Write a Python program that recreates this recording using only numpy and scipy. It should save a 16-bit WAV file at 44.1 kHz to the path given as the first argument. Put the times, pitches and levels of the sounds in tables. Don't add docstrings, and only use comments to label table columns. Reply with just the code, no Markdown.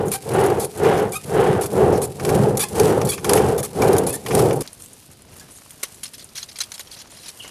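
import sys
import numpy as np
from scipy import signal
from scipy.fft import rfft, irfft
from scipy.io import wavfile
from scipy.ndimage import uniform_filter1d

SR = 44100
rng = np.random.default_rng(int(sys.argv[2]) if len(sys.argv) > 2 else 0)


def generate_wav(signal):
    frames = np.transpose(np.atleast_2d(signal))
    scaled = np.clip(frames, -1, 1) * 32767
    pcm = np.round(scaled).astype(np.int16)
    wavfile.write(sys.argv[1], SR, pcm)


N = 330750
T = np.arange(N) / SR


def gain_of(db):
    return 10 ** (np.asarray(db) / 20)


def evened(x):
    return x / np.sqrt(np.mean(x ** 2) + 1e-20)


def add(mix, s, sound):
    part = mix[round(s * SR):][:len(sound)]
    part += sound[:len(part)]


def coloured(x, points):
    f, db = np.transpose(points)
    hz = np.fft.rfftfreq(N, 1 / SR)
    shape_db = np.interp(np.log(hz + 1), np.log(f), db, -100, -100)
    return evened(irfft(rfft(x) * gain_of(shape_db), N))


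def lumpy_gain(lump_s, depth_db):
    size = round(lump_s * SR)
    smooth = uniform_filter1d(uniform_filter1d(rng.standard_normal(N), size), size)
    return gain_of(depth_db * evened(smooth))


def lumpy(lump_s, depth_db):
    return rng.standard_normal(N) * lumpy_gain(lump_s, depth_db)


def grains(per_s, spread_db, share):
    size = np.minimum(rng.exponential(1, N), 2.5)
    struck = rng.random(N) < per_s / SR
    clicks = gain_of(spread_db * size) * rng.choice([-1, 1], N) * struck
    return share * evened(clicks) + (1 - share) * rng.standard_normal(N)


def chips(share, cycles):
    out, t, count = np.zeros(N + 300), T[:300], 16000
    at, pitch, size = rng.random((count, 3)).T
    hz = 1500 * 9.5 ** pitch[:, None]
    rings = np.sin(2 * np.pi * hz * t) * np.exp(-t * hz / cycles) * t * hz * hz / SR
    rings *= gain_of(6.6 * np.minimum(-np.log(1 - size), 2.5))[:, None]
    np.add.at(out, (at * N).astype(int)[:, None] + np.arange(len(t)), rings)
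    return share * evened(out[:N]) + (1 - share) * rng.standard_normal(N)


def resonate(x, hz, width):
    return signal.lfilter(*signal.iirpeak(hz, hz / width, SR), x)


def echoing(x, samples, first_db, t60):
    echoes = rng.standard_normal(samples) * gain_of(first_db - 60 * T[:samples] / t60)
    echoes[0] = 1
    return signal.oaconvolve(x, echoes)


# from f/Hz, to f/Hz
COLOUR_BANDS = [(7570, 12550), (3580, 5550), (826, 2570)]
DRAG_S = 0.042


def scrapes(rows, grit, body, rise, tail_s, fade_db):
    drive = evened(grit)
    for hz, width, db in body:
        drive = drive + gain_of(db) * evened(resonate(grit, hz, width))
    powers, lead = np.zeros((3, N)), .008
    for s, length, *dbs in rows:
        t = np.arange(-lead, length + 0.072, 1 / SR)
        shape = np.exp(np.minimum(t, 0) / (rise * length + 0.0001))
        sag_db = fade_db * np.exp(-length / DRAG_S)
        shape *= gain_of(-sag_db * np.clip(t / length, 0, 1))
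        shape *= 1 + 0.17 * np.exp(-abs(t) / 0.00055)
        after = np.maximum(t - length, 0) / tail_s
        shape *= 1.11 * np.exp(-after) + 0.45 * np.exp(-after / 4.2)
        for power, db in zip(powers, dbs):
            add(power, s - lead, (gain_of(db) * shape) ** 2)
    out = np.zeros(N)
    for power, band in zip(powers, COLOUR_BANDS):
        colour = signal.sosfilt(signal.butter(2, band, "band", fs=SR, output="sos"), drive)
        out += np.sqrt(power) * evened(colour)
    return out


# f/Hz, relative level/dB per Hz
AIR_SPECTRUM = [(120, -33), (200, 6), (273, -9), (812, -14), (890, -7), (1590, -9), (4840, -5),
                (10600, -42), (14700, -31), (15500, -37)]
AIR_DB = -58.5


def open_air():
    return gain_of(AIR_DB) * coloured(rng.standard_normal(N), AIR_SPECTRUM)


# t/s, f/Hz, level/dB
CHIRP_GLIDE = [(7.395, 3450, -46), (7.399, 3200, -42), (7.405, 2920, -33.5), (7.412, 2720, -42)]


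def bird():
    s, hz, db = np.transpose(CHIRP_GLIDE)
    t, out = np.arange(s[0], s[-1], 1 / SR), np.zeros(N)
    note = gain_of(np.interp(t, s, db)) * np.sin(2 * np.pi * np.cumsum(np.interp(t, s, hz)) / SR)
    note *= np.sqrt(2) * signal.windows.tukey(len(t), .2)
    add(out, s[0], echoing(note, 6000, -28.5, 0.38))
    return out


# t/s, fizz level/dB, flame flutter level/dB, charcoal rustle level/dB
EMBER_LEVELS = [(4.63, -44, -46, -43), (4.68, -51.5, -52.5, -54.5), (5.06, -51, -53.5, -57),
                (5.25, -59, -51.5, -58.5), (5.35, -50.5, -46.5, -51), (5.54, -53.5, -53.5, -56.5),
                (5.85, -49, -54, -50.5), (6.25, -52.5, -52, -58), (6.79, -49.5, -55, -52),
                (7.18, -61, -50, -53), (7.39, -44, -55.5, -50.5), (7.5, -54, -47, -43.5)]
# f/Hz, relative level/dB per Hz
FIZZ_SPECTRUM = [(1470, -49), (2500, -12), (3050, -9.5), (4640, -8), (7680, -4.5), (9370, -0.5),
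                 (13200, -7.5), (15500, -32)]
# f/Hz, relative level/dB per Hz
FLUTTER_SPECTRUM = [(12, -45), (20, -15), (103, -1.5), (204, -7), (274, -6), (313, -10), (348, -9),
                    (700, -15.5), (910, -32), (1540, -120)]
# f/Hz, relative level/dB per Hz
RUSTLE_SPECTRUM = [(210, -30), (350, 2.5), (714, 5.5), (2460, -1), (2870, 0), (3430, -8), (6000, -1.5),
                   (7800, -11), (13200, -120)]


def embers():
    s, *columns = np.transpose(EMBER_LEVELS)
    fizz = coloured(grains(400, 4.5, 0.47) * lumpy_gain(0.009, 1.7), FIZZ_SPECTRUM)
    flutter = coloured(lumpy(0.0089, 1.7), FLUTTER_SPECTRUM)
    rustle = coloured(grains(700, 3.7, 0.46) * lumpy_gain(0.0054, 3.0), RUSTLE_SPECTRUM)
    return sum(gain_of(np.interp(T, s, db)) * layer for db, layer in zip(columns, (fizz, flutter, rustle)))


# t/s, f/Hz, level/dB at the start, t60/s
THIN_RINGS = [(5.411, 1680, -46, .12), (5.708, 13000, -43, .1)]


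def pings():
    out, t = np.zeros(N), T[:4000]
    for s, hz, db, t60 in THIN_RINGS:
        add(out, s, gain_of(db - 60 * t / t60) * np.sin(2 * np.pi * hz * t))
    return out


# t/s, length/s, treble level/dB, middle level/dB
CRUNCH_EVENTS = [(4.676, 0.003, -36.5, -31.5), (4.731, .0023, -39.5, -54), (4.8, .013, -44.5, -54),
                 (4.822, 0.004, -36.5, -53), (4.837, 0.015, -43, -56), (4.86, .0059, -40.5, -56),
                 (4.932, .009, -41, -59), (5.115, .004, -47.5, -61), (5.221, .0032, -44.5, -60),
                 (5.365, .0083, -44, -52), (5.398, 0.016, -43, -47), (5.51, .049, -50, -62),
                 (5.56, .03, -47, -56), (5.707, .0042, -36.5, -44.5), (5.831, 0.0093, -29, -28.5),
                 (5.834, .004, -19, -23), (5.84, .017, -51, -40), (5.945, .0081, -41, -54),
                 (6.034, 0.012, -32, -32.5), (6.055, 0.013, -41, -38), (6.079, .005, -45, -44),
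                 (6.137, 0.019, -41, -41.5), (6.182, .012, -45, -47), (6.195, 0.024, -49, -44),
                 (6.225, 0.0092, -46, -46), (6.244, .0047, -38.5, -59), (6.29, 0.0064, -60, -50),
                 (6.356, 0.028, -41, -36.5), (6.377, 0.013, -34.5, -32), (6.395, 0.05, -47, -44),
                 (6.43, 0.006, -37, -34), (6.488, 0.015, -48, -42), (6.515, .0091, -51, -46),
                 (6.559, 0.016, -44, -37.5), (6.588, 0.0039, -27, -31), (6.605, 0.018, -32, -26.5),
                 (6.614, .0061, -31, -26), (6.636, .0089, -40, -36), (6.719, 0.0045, -32, -30),
                 (6.741, 0.018, -39, -40.5), (6.78, .003, -42, -37), (6.795, 0.017, -37, -35.5),
                 (6.873, 0.0047, -62, -44), (6.916, .024, -45, -43), (6.94, 0.012, -41.5, -41),
                 (6.966, 0.024, -52, -47.5), (6.99, 0.029, -47, -43.5), (7.016, .0065, -40.5, -39),
                 (7.073, .0072, -54, -49.5), (7.107, 0.14, -51, -52.5), (7.235, .023, -52, -45),
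                 (7.259, 0.02, -47, -39), (7.283, .02, -39.5, -38), (7.425, .035, -51, -47),
                 (7.478, .016, -44, -48)]
# f/Hz, width/Hz, level/dB against the plain grit
LUMP_RINGS = [(2270, 270, -42), (3270, 460, -1.5), (4170, 900, -1.5), (5070, 630, -18), (6560, 2100, 5.5),
              (7870, 460, -19), (9260, 1200, -2)]
CRUNCH_LOW_DB = -6.5


def crunches():
    rows = [(*row, row[-1] + CRUNCH_LOW_DB) for row in CRUNCH_EVENTS]
    return scrapes(rows, chips(0.46, 10.2), LUMP_RINGS, rise=0.08, tail_s=0.0037, fade_db=8.4)


# f/Hz, relative level/dB, t60/s
STONE_RINGS = [(422, 0.5, 0.038), (540, 1, 0.037), (870, -38, 0.011), (1110, 5, 0.039), (1450, 3.5, .03),
               (1920, 3, .03), (2120, 5, 0.048), (2730, -19, .04)]
# t/s, level/dB added to every ring
KNOCK_EVENTS = [(5.833, -31), (6.59, -47), (6.606, -54), (6.796, -41.5), (7.447, -42)]


def knocks():
    out, t = np.zeros(N), T[:4000]
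    ring = sum(gain_of(db - 60 * t / t60) * np.sin(2 * np.pi * hz * t) for hz, db, t60 in STONE_RINGS)
    ring *= np.minimum(t / 0.00067, 1)
    for s, db in KNOCK_EVENTS:
        add(out, s, gain_of(db) * ring)
    return out


# t/s, length/s, start f/Hz, end f/Hz, level/dB, tilt/dB per harmonic up to the third
SQUEAK_EVENTS = [(0.135, 0.043, 753, 808, -31, -8.5), (1.124, 0.027, 1160, 1180, -35, -5),
                 (1.135, 0.023, 780, 783, -32.5, -9), (1.15, 0.026, 1226, 1253, -27.5, -5.5),
                 (2.594, 0.043, 1140, 1200, -28, 9), (2.63, 0.018, 810, 876, -27, -2),
                 (2.636, 0.03, 1020, 1060, -37, -12), (3.088, 0.023, 1160, 1100, -24.5, 15),
                 (3.114, .016, 836, 784, -30, 9), (3.124, 0.024, 742, 916, -30, 12),
                 (3.82, .012, 1190, 1155, -22, -9), (4.073, 0.061, 787, 884, -41, 5),
                 (4.128, .04, 1680, 1880, -38, -12)]
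# f/Hz, level/dB
SQUEAK_COLOUR = [(700, 3), (1250, -4), (2450, 3), (3600, -2.5), (5500, -7.5), (7500, -6), (10000, -3),
                 (12500, -15)]


def squeaks():
    out, k = np.zeros(N), np.arange(1, 13)[:, None]
    colour_hz, level_db = np.transpose(SQUEAK_COLOUR)
    for s, length, start_hz, end_hz, db, tilt_db in SQUEAK_EVENTS:
        n = round(length * SR)
        wobble, rasp = uniform_filter1d(rng.standard_normal((2, SR // 10)), 90)[:, :n]
        hz = np.linspace(start_hz, end_hz, n) * (1 + .035 * wobble)
        harmonic_db = tilt_db * np.minimum(k - 1, 2) + np.interp(k * hz, colour_hz, level_db, right=-60)
        phase = 2 * np.pi * k * np.cumsum(hz) / SR + k * k
        stack = (gain_of(harmonic_db) * np.cos(phase)).sum(0)
        add(out, s, gain_of(db + 15 * rasp) * evened(stack) * signal.windows.tukey(n, .7))
    return echoing(out, 4000, -31, 0.13)[:N]


# t/s, length/s, treble level/dB, low level/dB
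SCUFF_EVENTS = [(0.058, .022, -42, -63), (0.083, 0.0052, -33, -61), (0.117, 0.044, -27, -37),
                (0.282, 0.0072, -58, -46), (0.337, 0.013, -37, -52), (0.393, 0.029, -43, -59),
                (0.437, .021, -37, -43), (0.462, .0044, -30, -44), (0.501, .004, -33, -36),
                (.585, 0.0045, -42, -50), (0.599, 0.047, -32, -43), (.647, .0061, -26, -40),
                (0.775, 0.0074, -34.5, -50), (0.849, 0.019, -42, -33.5), (0.895, 0.0072, -41, -41),
                (0.973, 0.033, -41, -39), (1.093, 0.0063, -44, -62), (1.122, 0.053, -33.5, -49),
                (1.26, .038, -48, -60), (1.294, 0.0091, -43, -46), (1.612, 0.038, -32, -41.5),
                (1.659, 0.0084, -29, -41), (1.73, .008, -39, -48), (1.777, .006, -38, -50),
                (1.924, 0.048, -46.5, -41.5), (1.976, 0.0057, -33.5, -40), (2.018, 0.038, -30.5, -43),
                (2.075, .005, -44, -59), (2.198, .008, -41, -34), (2.25, 0.0057, -29, -28),
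                (2.292, 0.0051, -34, -26.5), (2.434, 0.0065, -41, -35), (2.553, 0.0064, -49, -46),
                (2.572, 0.0078, -20.5, -37), (2.595, 0.047, -25, -34), (2.685, .01, -35.5, -52),
                (2.798, 0.0036, -20, -22), (2.833, 0.0035, -30, -37), (2.877, .036, -43, -41),
                (3.016, .0033, -32, -24.5), (3.05, 0.013, -30.5, -46), (3.071, 0.016, -33.5, -40),
                (3.09, .022, -25.5, -42), (3.118, 0.031, -31, -41), (3.179, 0.013, -47, -37),
                (3.245, 0.0085, -27.5, -25.5), (3.294, 0.0045, -17.5, -17), (3.334, .0026, -13.5, -20),
                (3.353, 0.026, -26.5, -39), (3.374, .011, -35, -25.5), (3.58, 0.026, -31, -39.5),
                (3.63, 0.031, -30.5, -40), (3.82, 0.0036, -28.5, -21.5), (3.886, .0024, -32, -29),
                (3.93, 0.0049, -27.5, -32), (3.966, .005, -30, -33), (3.983, 0.0028, -17, -32),
                (4.037, 0.0034, -36, -45), (4.067, 0.04, -29.5, -41), (4.128, 0.034, -30, -46),
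                (4.263, 0.01, -34, -31.5), (4.309, 0.013, -45, -28), (4.35, .0047, -19, -30),
                (4.391, 0.012, -26.5, -32), (4.421, 0.0043, -30, -41), (4.458, 0.0044, -38, -38),
                (4.509, .004, -46, -26), (4.53, .005, -32.5, -40), (4.557, 0.013, -38, -54),
                (4.607, 0.017, -31.5, -40.5)]
# f/Hz, width/Hz, level/dB against the plain grit
SPINDLE_RINGS = [(1146, 106, -12.5), (2370, 130, -16.5), (3410, 560, -13.5), (4400, 120, -21),
                 (6680, 1900, -5), (10000, 1600, -5), (12300, 1500, -23)]
SCUFF_MIDDLE, SCUFF_MIDDLE_DB = 0.57, -2


def scuffs():
    rows = []
    for s, length, treble, low in SCUFF_EVENTS:
        middle = treble + SCUFF_MIDDLE * (low - treble) + SCUFF_MIDDLE_DB
        rows.append((s, length, treble, middle, low))
    return scrapes(rows, chips(0.38, 7.3), SPINDLE_RINGS, rise=0.032, tail_s=0.0034, fade_db=6.3)


# reversal t/s, full blast t/s, let-go t/s,
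# roar level/dB at reversal, full blast and let-go, then at full blast rumble, rub and air jet level/dB
BOW_STROKES = [(-.3, -0.16, 0.084, -45, -18.5, -23.5, -24.5, -57, -36.5),
               (.22, 0.351, 0.65, -50.5, -14.5, -27.5, -23.5, -38.5, -29),
               (0.731, 0.851, 1.087, -47.5, -14, -23, -22, -37, -26.5),
               (1.225, 1.372, 1.68, -53, -14.5, -27, -23.5, -38.5, -28),
               (1.681, 1.783, 2.0, -44.5, -13, -19.5, -19.5, -36.5, -34),
               (2.16, 2.312, 2.572, -42, -15, -24, -20, -34.5, -35.5),
               (2.691, 2.796, 3.08, -45, -14.5, -23, -20, -30.5, -32.5),
               (3.208, 3.31, 3.6, -42.5, -14.5, -24.5, -20.5, -30.5, -31),
               (3.718, 3.827, 4.07, -44, -14, -21, -21, -33, -31.5),
               (4.237, 4.354, 4.6, -45, -15.5, -26, -21, -29, -36)]
# t/s, roar level/dB
FINAL_REVERSAL = (4.72, -33)
RISE_BEND, SAG_BEND, STOP_BEND = 0.63, 2.53, 0.97
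INERTIA_S = 0.048
RUMBLE_FOLLOW = 0.73
RUB_IDLE_DB, RUB_SLACK_DB, RUB_BEND = -45, -48.5, 1.5
JET_RISE_FOLLOW, JET_FOLLOW = 0.96, 1.58
JET_LAG_S, JET_IDLE_DB = 0.0065, -59
JET_TOP_DB, JET_TOP_FOLLOW = -3, 0.27


def pumping():
    start, full, let_go, idle, top, spent, rumble_db, rub_db, jet_db = np.transpose(BOW_STROKES)
    k = np.searchsorted(start, T, "right") - 1
    end = np.append(start[1:], FINAL_REVERSAL[0])[k]
    end_db = np.append(idle[1:], FINAL_REVERSAL[1])[k]
    rise, sag, stop = (np.clip((T - a) / (b - a), 0, 1)
                       for a, b in ((start[k], full[k]), (full[k], let_go[k]), (let_go[k], end)))
    roar = idle[k] + (top - idle)[k] * rise ** RISE_BEND + (spent - top)[k] * sag ** SAG_BEND
    roar += (end_db - spent[k]) * stop ** STOP_BEND
    rumble = rumble_db[k] + RUMBLE_FOLLOW * (roar - top[k])
    rub = RUB_IDLE_DB + (rub_db[k] - RUB_IDLE_DB) * rise + (RUB_SLACK_DB - rub_db[k]) * sag ** RUB_BEND
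    rub += (RUB_IDLE_DB - RUB_SLACK_DB) * stop
    follow = np.where(rise < 1, JET_RISE_FOLLOW, JET_FOLLOW)
    jet = np.maximum(jet_db[k] + follow * (roar - top[k]), JET_IDLE_DB)
    jet_top = JET_TOP_DB + JET_TOP_FOLLOW * (jet - jet_db[k])
    lagging = [np.interp(T - JET_LAG_S, T, db) for db in (jet, jet_top)]
    return uniform_filter1d([roar, rumble, rub, *lagging], round(INERTIA_S * SR), mode="nearest")


# f/Hz, relative level/dB per Hz
ROAR_SPECTRUM = [(140, -35), (240, -17), (264, -21.5), (355, -3), (390, -2), (417, 1.5), (517, -5.5),
                 (592, -11.5), (785, -13), (1060, -19.5), (1520, -21), (2530, -29.5), (2940, -28.5),
                 (6000, -48.5), (7800, -56), (13200, -120)]
# f/Hz, width/Hz, switch t/s (the start), unused level/dB before it,
# level/dB against the roar from then on
SHAFT_RING = (787, 103, 0, -32, -13)
# f/Hz, relative level/dB per Hz
RUMBLE_SPECTRUM = [(12, -67), (20, -36), (43, -22), (92, -4), (145, -0.5), (188, -5.5), (217, -2.5),
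                   (247, -21.5), (270, -4.5), (350, -22), (590, -120)]
# f/Hz, relative level/dB per Hz
RUB_SPECTRUM = [(1470, -6), (2500, 1.5), (3290, -2), (4270, -0.5), (4570, -0.5), (6740, 0), (10200, 4.5),
                (14500, -9), (15500, -32)]
ROAR_SPLIT_HZ, JET_SPLIT_HZ = 1100, 1900


def furnace():
    roar_db, rumble_db, rub_db, jet_db, top_db = pumping()
    burning = coloured(grains(260, 3.7, 0.37) * lumpy_gain(0.0082, 0.61), ROAR_SPECTRUM)
    roar, below_top = (signal.sosfiltfilt(signal.butter(3, edge, fs=SR, output="sos"), burning)
                       for edge in (ROAR_SPLIT_HZ, JET_SPLIT_HZ))
    hz, width, _, _, ring_db = SHAFT_RING
    ring = evened(resonate(resonate(lumpy(0.0034, 1.0), hz, width), hz, 2 * width))
    rumble = coloured(lumpy(0.012, 2.14), RUMBLE_SPECTRUM)
    rub = coloured(grains(1000, 11.0, 0.42) * lumpy_gain(0.0079, 2.32), RUB_SPECTRUM)
    fire = gain_of(roar_db) * (roar + gain_of(ring_db) * ring) + gain_of(rumble_db) * rumble
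    jet_body, jet_top = below_top - roar, burning - below_top
    jet = (jet_body + gain_of(top_db) * jet_top) / np.std(burning - roar)
    return fire + gain_of(jet_db) * jet + gain_of(rub_db) * rub


CHANGE_S = 4.626


def scene():
    before = np.clip((CHANGE_S - T) / .002, 0, 1)
    blower = furnace() + scuffs() + squeaks()
    forge = embers() + crunches() + knocks() + pings() + bird()
    return (before * blower + (1 - before) * forge + open_air())[None]


def record(dry):
    rounded = 1.2 * np.tanh(dry / 1.2)
    lowpass = signal.firwin(201, 15380, window=("kaiser", 10), fs=SR)
    return signal.oaconvolve(rounded, lowpass[None], "same")


dry = scene()
out = record(dry)
generate_wav(out)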